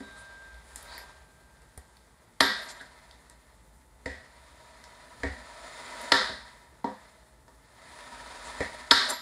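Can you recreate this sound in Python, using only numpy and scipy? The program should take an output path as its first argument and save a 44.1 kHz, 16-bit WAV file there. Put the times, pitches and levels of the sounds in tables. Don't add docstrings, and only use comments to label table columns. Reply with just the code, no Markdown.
import sys
import numpy as np
from scipy import signal
from scipy.fft import rfft, irfft
from scipy.io import wavfile
from scipy.ndimage import uniform_filter1d, minimum_filter1d

SR = 44100
rng = np.random.default_rng(int(sys.argv[2]) if len(sys.argv) > 2 else 0)


def materialize(psi):
    bounded = np.clip(np.atleast_2d(psi).T, -1, 1)
    quanta = np.round(bounded * 32767).astype(np.int16)
    wavfile.write(sys.argv[1], SR, quanta)


N = 406161
T = np.arange(N) / SR
HZ = np.maximum(np.arange(N // 2 + 1) * SR / N, 1)
TOP_HZ = 15550


def undb(db):
    return 10 ** (np.asarray(db) / 20)


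def level(x, db):
    return x * undb(db) / np.sqrt(np.mean(x ** 2))


def along(table, hz):
    points_hz, values = np.transpose(table)
    return np.interp(np.log(hz), np.log(points_hz), values)


def colour(x, gain):
    return irfft(rfft(x) * gain, N)


def hump(hz, octaves):
    return np.exp(-.5 * (np.log2(HZ / hz) / octaves) ** 2)


def ring(x, hz, t60):
    pole = np.exp(2j * np.pi * hz / SR - np.log(1000) / (t60 * SR))
    return signal.lfilter([pole.imag], [1, -2 * pole.real, abs(pole) ** 2], x)


def walk(rate):
    hold = int(SR / rate)
    steps = np.repeat(rng.standard_normal(N // hold + 1), hold)
    return 0.95 * uniform_filter1d(uniform_filter1d(steps, hold), hold)[:N]


def spikes(times, gains):
    out = np.zeros(N)
    out[(np.asarray(times) * SR).astype(int)] = gains
    return out


def decay(t, t60):
    return (t >= 0) * 1000. ** (-np.maximum(t, 0) / np.maximum(t60, .002))


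# (frequency [Hz], relative level [dB per Hz])
ROOM_SPECTRUM = [(70, -27), (105, -3.5), (260, -11.5), (480, -13.5), (1100, -18), (1900, -22.5),
                 (2400, -29), (2850, -30.5), (3800, -31), (5900, -30), (9200, -25.5), (10800, -25.5),
                 (11800, -33.5), (15500, -37)]
ROOM_DB = -63


def room_air():
    noise = rfft(rng.standard_normal(N)) * undb(along(ROOM_SPECTRUM, HZ))
    full_rms = np.sqrt(np.mean(irfft(noise, N) ** 2))
    air = np.zeros(N)
    for hz in 120 * 2. ** np.arange(8):
        air += irfft(noise * hump(hz, 0.41), N) * undb(2.0 * walk(37))
    return air / full_rms * undb(ROOM_DB)


# (time [s], level [dB])
RUMBLE_LEVEL = [(0.0, -64), (.46, -56), (1.3, -57), (1.92, -65.5), (2.5, -63.5), (4.16, -60.5), (5.6, -59),
                (6.0, -64), (7.7, -62.5), (8.8, -56.5), (9.21, -69)]
# (frequency [Hz], relative level [dB per Hz])
RUMBLE_SPECTRUM = [(20, -41.5), (33, -29.5), (48, 6), (62, 7.5), (76, -1), (95, -25.5), (130, -21.5)]
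# (mean frequency [Hz], mean peak level [dB])
MOTOR_TONES = [(876, -72), (630, -76)]


def freezer():
    low_gain = undb(along(RUMBLE_SPECTRUM, HZ)) * (HZ < 200)
    s, db = np.transpose(RUMBLE_LEVEL)
    out = level(colour(rng.standard_normal(N), low_gain), 0) * undb(np.interp(T, s, db))
    for hz, db in MOTOR_TONES:
        phase = 2 * np.pi * np.cumsum(hz + 6 * walk(24)) / SR
        out += undb(db + 3.3 * walk(5.5)) * np.sin(phase)
    return out


# (time [s], level [dB] of the part below SPLIT_HZ)
RUSTLE_AND_SCRAPE_LEVEL = [(0.0, -54.5), (.3, -55), (.6, -59.5), (.95, -48.5), (1.3, -63.5), (2.4, -68),
                           (2.5, -49), (2.62, -47), (2.9, -57.5), (3.9, -70.5), (4.23, -59.5), (5.2, -53.5),
                           (5.449, -50.5), (6.2, -39.5), (6.44, -54.5), (6.8, -64.5), (6.999, -57.5),
                           (7.5, -70), (7.851, -54), (8.0, -48.5), (8.59, -43.5), (8.9, -48), (9.11, -37.5),
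                           (9.21, -53.5)]
# (frequency [Hz], width [Hz], relative level [dB])
DAMPED_PEAKS = [(250, 39, -7), (630, 97, -4.5), (959, 55, 1.5), (1302, 54, -8), (1814, 150, -5),
                (2010, 180, -6), (3700, 130, -15), (4200, 440, -22.5), (7100, 40, -10), (9100, 560, -23)]
# (frequency [Hz], relative level [dB per Hz])
SCRAPE_SPECTRUM = [(120, -40), (250, -8), (800, 1), (1500, 0), (2050, -7.5), (2350, -5.5), (2800, -13.5),
                   (3500, -6), (5000, -7), (5900, -14), (7000, -11), (10800, -15), (11800, -37.5),
                   (15500, -27.5)]
SPLIT_HZ, HISS_DB = 2750, -6.5
OFF_PLATE_DB = -4.5


def rustle_and_scrape():
    slip_db = 2.2 * np.minimum(rng.exponential(size=N), 6) + 1.5 * walk(60)
    slips = rfft(rng.standard_normal(N) * undb(slip_db))
    bed = slips * undb(along(SCRAPE_SPECTRUM, HZ))
    upper = 1 / (1 + (SPLIT_HZ / HZ) ** 16)
    low, hiss = irfft(bed * np.sqrt(1 - upper), N), irfft(bed * np.sqrt(upper), N)
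    off_plate_db = OFF_PLATE_DB * (T < KNOCKS[0][0])
    for hz, width, db in DAMPED_PEAKS:
        resonance = undb(db + 5) / (1 + 1.3j * (HZ - hz) / width) ** 2
        flicker_db = 2.6 * walk(9) + 1.5 * walk(2)
        tone = irfft(slips * resonance, N) * undb(flicker_db + off_plate_db)
        if hz < SPLIT_HZ:
            low += tone
        else:
            hiss += tone
    s, db = np.transpose(RUSTLE_AND_SCRAPE_LEVEL)
    return (level(low, 0) + level(hiss, HISS_DB)) * undb(np.interp(T, s, db))


# (time [s], level [dB])
STEEL_TONE_LEVEL = [(0.0, -58), (.05, -52), (.42, -50.5), (.58, -55), (.65, -71), (.73, -59), (.81, -66),
                    (.86, -58), (1.0, -54), (1.26, -67), (1.63, -69), (2.3, -79)]
STEEL_TONE_HZ = 1585
UPPER_PARTIAL_HZ = (3661, 3898)
# (peak level [dB], time to fall 60 dB [s])
UPPER_PARTIALS = [(-61, 2.4), (-57, 1.2)]


def steel_tone():
    s, db = np.transpose(STEEL_TONE_LEVEL)
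    amplitude = np.sqrt(2) * undb(np.interp(T, s, db, right=-120))
    out = amplitude * np.sin(2 * np.pi * STEEL_TONE_HZ * T)
    for hz, (db, t60) in zip(UPPER_PARTIAL_HZ, UPPER_PARTIALS):
        out += ring(spikes([.03], undb(db)), hz, t60)
    return out


# (frequency [Hz], relative level [dB per Hz])
PLATE_SPECTRUM = [(40, -38.5), (70, -23), (140, -26), (275, -11.5), (400, -15.5), (1300, -10), (1850, 0.5),
                  (2200, -8), (2750, -14), (3450, -3), (5200, -9), (5900, -20), (10800, -24.5),
                  (15500, -41.5)]
# (frequency [Hz], time to fall 60 dB [s])
WASH_DECAY = [(70, 0.51), (250, 0.18), (700, 0.37), (1300, 0.57), (1900, 0.52), (2750, 0.43), (3600, 0.54),
              (5200, 0.55), (9000, 0.38), (15000, 0.34)]
PLATE_MODE_HZ = (70, 210, 275, 398, 474, 515, 645, 700, 748, 845, 938, 1139, 1266, 1362, 1600, 1765, 1860,
                 1920, 1985, 2230, 3650, 3887, 4050, 4357, 4620, 5157)
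# (relative level [dB], time to fall 60 dB [s])
PLATE_MODES = [(-12, 0.31), (-13.5, 0.51), (3.5, 0.2), (-5, 0.34), (-6, 0.17), (-9, 0.41), (-1, 0.094),
               (-10, 0.16), (-10.5, 0.52), (-15.5, 0.4), (6, 0.17), (-5.5, 0.33), (-2.5, 0.067),
               (-3.5, 0.28), (-4.5, 0.68), (-6.5, 0.28), (-2.5, 0.35), (1, 0.62), (-6, 0.13), (-9.5, 0.49),
               (-7, 0.2), (-7.5, 0.11), (-7.5, 0.055), (-7.5, 0.074), (1, 0.087), (0, 0.18)]
BLADE_MODE_HZ = (5940, 6160, 7190, 7290, 7440, 8963, 9410, 10330, 11495, 12020, 12870, 13920, 14420)
# (relative level [dB], time to fall 60 dB [s])
BLADE_MODES = [(-7.5, 0.08), (-6, 0.12), (-3, .35), (1.5, 0.17), (-1, 0.12), (-5, 0.24), (5.5, 0.092),
               (-4.5, 0.14), (0, 0.3), (-11.5, 0.22), (-6, .09), (-9, 0.087), (-8, .1)]
# (time [s], blow level [dB], brightness [dB per octave],
# pitch of the struck spot [Hz], ring length [1 = free], boom of the table [dB], blade [dB])
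KNOCKS = [(2.403, -2.5, -0.37, 1800, 0.97, -5, 10.5), (6.117, -2.5, 0.37, 1774, 0.96, 5, -4),
          (8.908, -2, 2.1, 1700, 1.126, 9, -4.5)]
THUDS = [(.003, -34.5, 0.65, 240, 1.17, -6, 7), (2.81, -31.5, 2.4, 1610, 0.52, -11, 16.5),
         (4.058, -21.5, 1.2, 2160, 0.99, 7, -1), (5.233, -17.5, 0.75, 2100, 0.83, 9.5, -16),
         (6.29, -33, -2, 1880, 0.87, -1, .1), (6.843, -20, -1.6, 950, 0.71, -17, -14),
         (7.479, -41.5, 2.4, 1065, 1, 1.2, -3.5), (8.605, -14.5, 0.41, 2080, 0.65, 5, -5)]
TICKS = [(.543, -49, -1, 3500, 0.49, 2, -1), (.759, -31, 2.3, 8100, 0.47, -12, 1),
         (.827, -42.5, 0.93, 10900, 0.6, .1, 6), (.979, -38, -0.4, 1920, 0.56, 5, 22.5),
         (1.619, -48, .1, 8500, .4, .1, -8), (1.776, -35, -3.4, 7900, 0.5, 4, 18),
         (1.969, -50, .1, 4150, 0.79, 17, 10), (3.111, -39.5, -0.28, 4100, .4, 4, -8),
         (3.298, -40.5, 1.5, 8950, 0.41, 0.8, -14.5), (4.84, -36.5, 1.7, 5700, 0.27, -4, -5),
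         (5.987, -54, -0.02, 9000, .3, -25, .1), (6.015, -39, 1.5, 10500, .3, .1, 9)]
KIND_HZ = (70, 280, 620, 940, 1300, 1880, 4200, 8500, 13000)
# (levels at KIND_HZ against the blow level [dB], wash [dB], blade ring [dB],
# lift at the struck spot [dB], width of that lift [octaves])
KNOCK_KIND = (-47, -27.5, -23.5, -21.5, -14, -14, -11, -25.5, -43.5), -16, -13.5, 4.5, 0.1
THUD_KIND = (-24.5, -16.5, -13, -21.5, -25.5, -18.5, -26.5, -24, -61), -13.5, -14, 13.5, 0.26
TICK_KIND = (-38, -37.5, -26, -23.5, -25.5, -14.5, -20.5, -16.5, -27), -15.5, -23, 11, .35
TOUCH_S, TOUCH_DB = .0025, -24
CUSHION_S = .012
BOOM_HZ, BLADE_FROM_HZ = 120, 7500
BAND_HZ = 60 * 2 ** np.arange(0, 8.1, 1 / 3)


def plate_bands():
    noise = rfft(rng.standard_normal(N)) * undb(along(PLATE_SPECTRUM, HZ)) * np.sqrt(SR / 2 / 420)
    peaks = sum(0.8 / (1 + (2 * (HZ - hz) / width) ** 2) for hz, width, _ in DAMPED_PEAKS)
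    noise *= np.sqrt(0.73 + peaks)
    return np.array([np.resize(irfft(noise * hump(hz, 1 / 7), N), N + SR) for hz in BAND_HZ])


def blow_db(hz, blow, kind):
    _, peak_db, bright_db, spot_hz, _, boom_db, blade_db = blow
    kind_db, _, _, spot_db, octaves = kind
    kind_gain_db = kind_db - along(PLATE_SPECTRUM, KIND_HZ) - 10 * np.log10(np.array(KIND_HZ) / 1800)
    db = peak_db + along(np.transpose([KIND_HZ, kind_gain_db]), hz)
    db = db + bright_db * np.log2(hz / KIND_HZ[5])
    db = db + spot_db * np.exp(-.5 * (np.log2(hz / spot_hz) / octaves) ** 2)
    return db + boom_db * (hz < BOOM_HZ) + blade_db * np.clip(np.log2(hz / BLADE_FROM_HZ), 0, 1)


def noise_shape(t, length, wash_db, hard, cushion):
    centres = BAND_HZ[:, None]
    since_touch = t + TOUCH_S
    touch = hard * undb(TOUCH_DB) * decay(since_touch, 0.046) * (1 - decay(since_touch, 0.0027))
    snap = undb(3.0) * decay(t, length * (0.023 + 6 / centres))
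    crack = undb(-11.5) * decay(t, length * (0.019 + 14 / centres))
    wash_fall = decay(t, length * along(WASH_DECAY, BAND_HZ)[:, None])
    wash = undb(wash_db + 5) * (wash_fall - 0.65 * decay(t, length * .22))
    swell = 1 - decay(t, cushion + 3 / centres)
    return np.sqrt(touch ** 2 + swell ** 2 * (snap ** 2 + crack ** 2 + wash ** 2))


def blows():
    out, span = np.zeros(N + SR), int(.55 * SR)
    bands = plate_bands()
    hz = np.array(PLATE_MODE_HZ + BLADE_MODE_HZ)
    mode_db, t60 = np.transpose(PLATE_MODES + BLADE_MODES)
    on_blade = hz > PLATE_MODE_HZ[-1]
    flutter = undb(5.5 * np.array([walk(70) for _ in range(4)]))
    for table, kind in ((KNOCKS, KNOCK_KIND), (THUDS, THUD_KIND), (TICKS, TICK_KIND)):
        _, wash_db, ring_db, _, _ = kind
        hard, cushion = table is KNOCKS, CUSHION_S * (table is THUDS)
        for blow in table:
            s, length, blade_db = blow[0], blow[4], blow[6]
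            a = int(s * SR)
            t = np.arange(span) / SR - TOUCH_S * hard
            shape = noise_shape(t, length, wash_db, hard, cushion)
            out[a:a + span] += undb(blow_db(BAND_HZ, blow, kind)) @ (bands[:, a:a + span] * shape)
            share_db = 2.8 * rng.standard_normal(len(hz)) - 17.5
            on_blade_db = (ring_db + 0.53 * blade_db) * on_blade
            gains = undb(blow_db(hz, blow, kind) + mode_db + share_db + on_blade_db)
            envelope = decay(t, length * t60[:, None]) - decay(t, cushion + 4 / hz[:, None])
            rings = envelope * np.sin(2 * np.pi * hz[:, None] * t)
            for k in range(4):
                group = (-1) ** k * gains[k::4] @ rings[k::4]
                out[a:a + span] += group * np.roll(flutter[k], -a)[:span]
    return out[:N]


# (time [s], length [s], level before shaping and colour [dB],
# starting centre [Hz], width [Hz], relative blade ring [dB])
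BRUSH_EVENTS = [(0.158, 0.078, -50.5, 9000, 2540, -35), (.6, .45, -49, 10260, 6000, -52),
                (0.853, 0.2, -51.5, 3990, 900, -37), (0.894, 0.155, -60, 1890, 600, -30),
                (2.609, 0.038, -51, 11300, 5000, -0.5), (2.677, 0.052, -41.5, 6890, 6030, -15),
                (2.787, .034, -54, 3620, 900, -28), (2.796, .043, -51, 1580, 250, -38.5),
                (7.808, 0.32, -59, 8300, 2526, -24), (8.433, 0.064, -46.5, 7800, 3500, -36),
                (9.083, 0.045, -34.5, 8420, 5900, -3.5), (9.084, 0.053, -42, 993, 1580, -20)]
GLIDE_OCTAVES_PER_S = 1.8


def brushes():
    rub, rings = np.zeros(N), np.zeros(N)
    for s, length, db, start_hz, width_hz, blade_db in BRUSH_EVENTS:
        a, n = int(s * SR), int(length * SR)
        noise = rng.standard_normal((3, n))
        shape = np.sin(np.pi * np.arange(n) / n)
        slow = signal.sosfilt(signal.butter(2, width_hz / 2, fs=SR, output="sos"), noise[:2])
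        glide_hz = start_hz * 2 ** (GLIDE_OCTAVES_PER_S * np.arange(n) / SR)
        phase = 2 * np.pi * np.cumsum(np.minimum(glide_hz, TOP_HZ)) / SR
        rub[a:a + n] += shape * level(slow[0] * np.cos(phase) + slow[1] * np.sin(phase), db)
        push = shape * noise[2] * undb(db + blade_db - 30.5)
        push = np.pad(push, (0, SR // 2))[:N - a]
        for hz, (mode_db, t60) in zip(BLADE_MODE_HZ, BLADE_MODES):
            share = np.exp(-((hz - start_hz) / width_hz) ** 2)
            rings[a:a + len(push)] += undb(mode_db) * share * ring(push, hz, t60)
    return rings * undb(4.8 * walk(70)) + colour(rub, undb(along(SCRAPE_SPECTRUM, HZ) + 7.5))


def scene():
    return (room_air() + freezer() + rustle_and_scrape() + steel_tone() + blows() + brushes())[None]


def record(dry):
    ceiling, k = .86, int(.0015 * SR)
    gain = minimum_filter1d(ceiling / np.maximum(np.abs(dry), ceiling), 2 * k + 1)
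    low_pass = signal.ellip(10, .2, 70, TOP_HZ, fs=SR, output="sos")
    return signal.sosfilt(low_pass, dry * uniform_filter1d(gain, k))


dry = scene()
out = record(dry)
materialize(out)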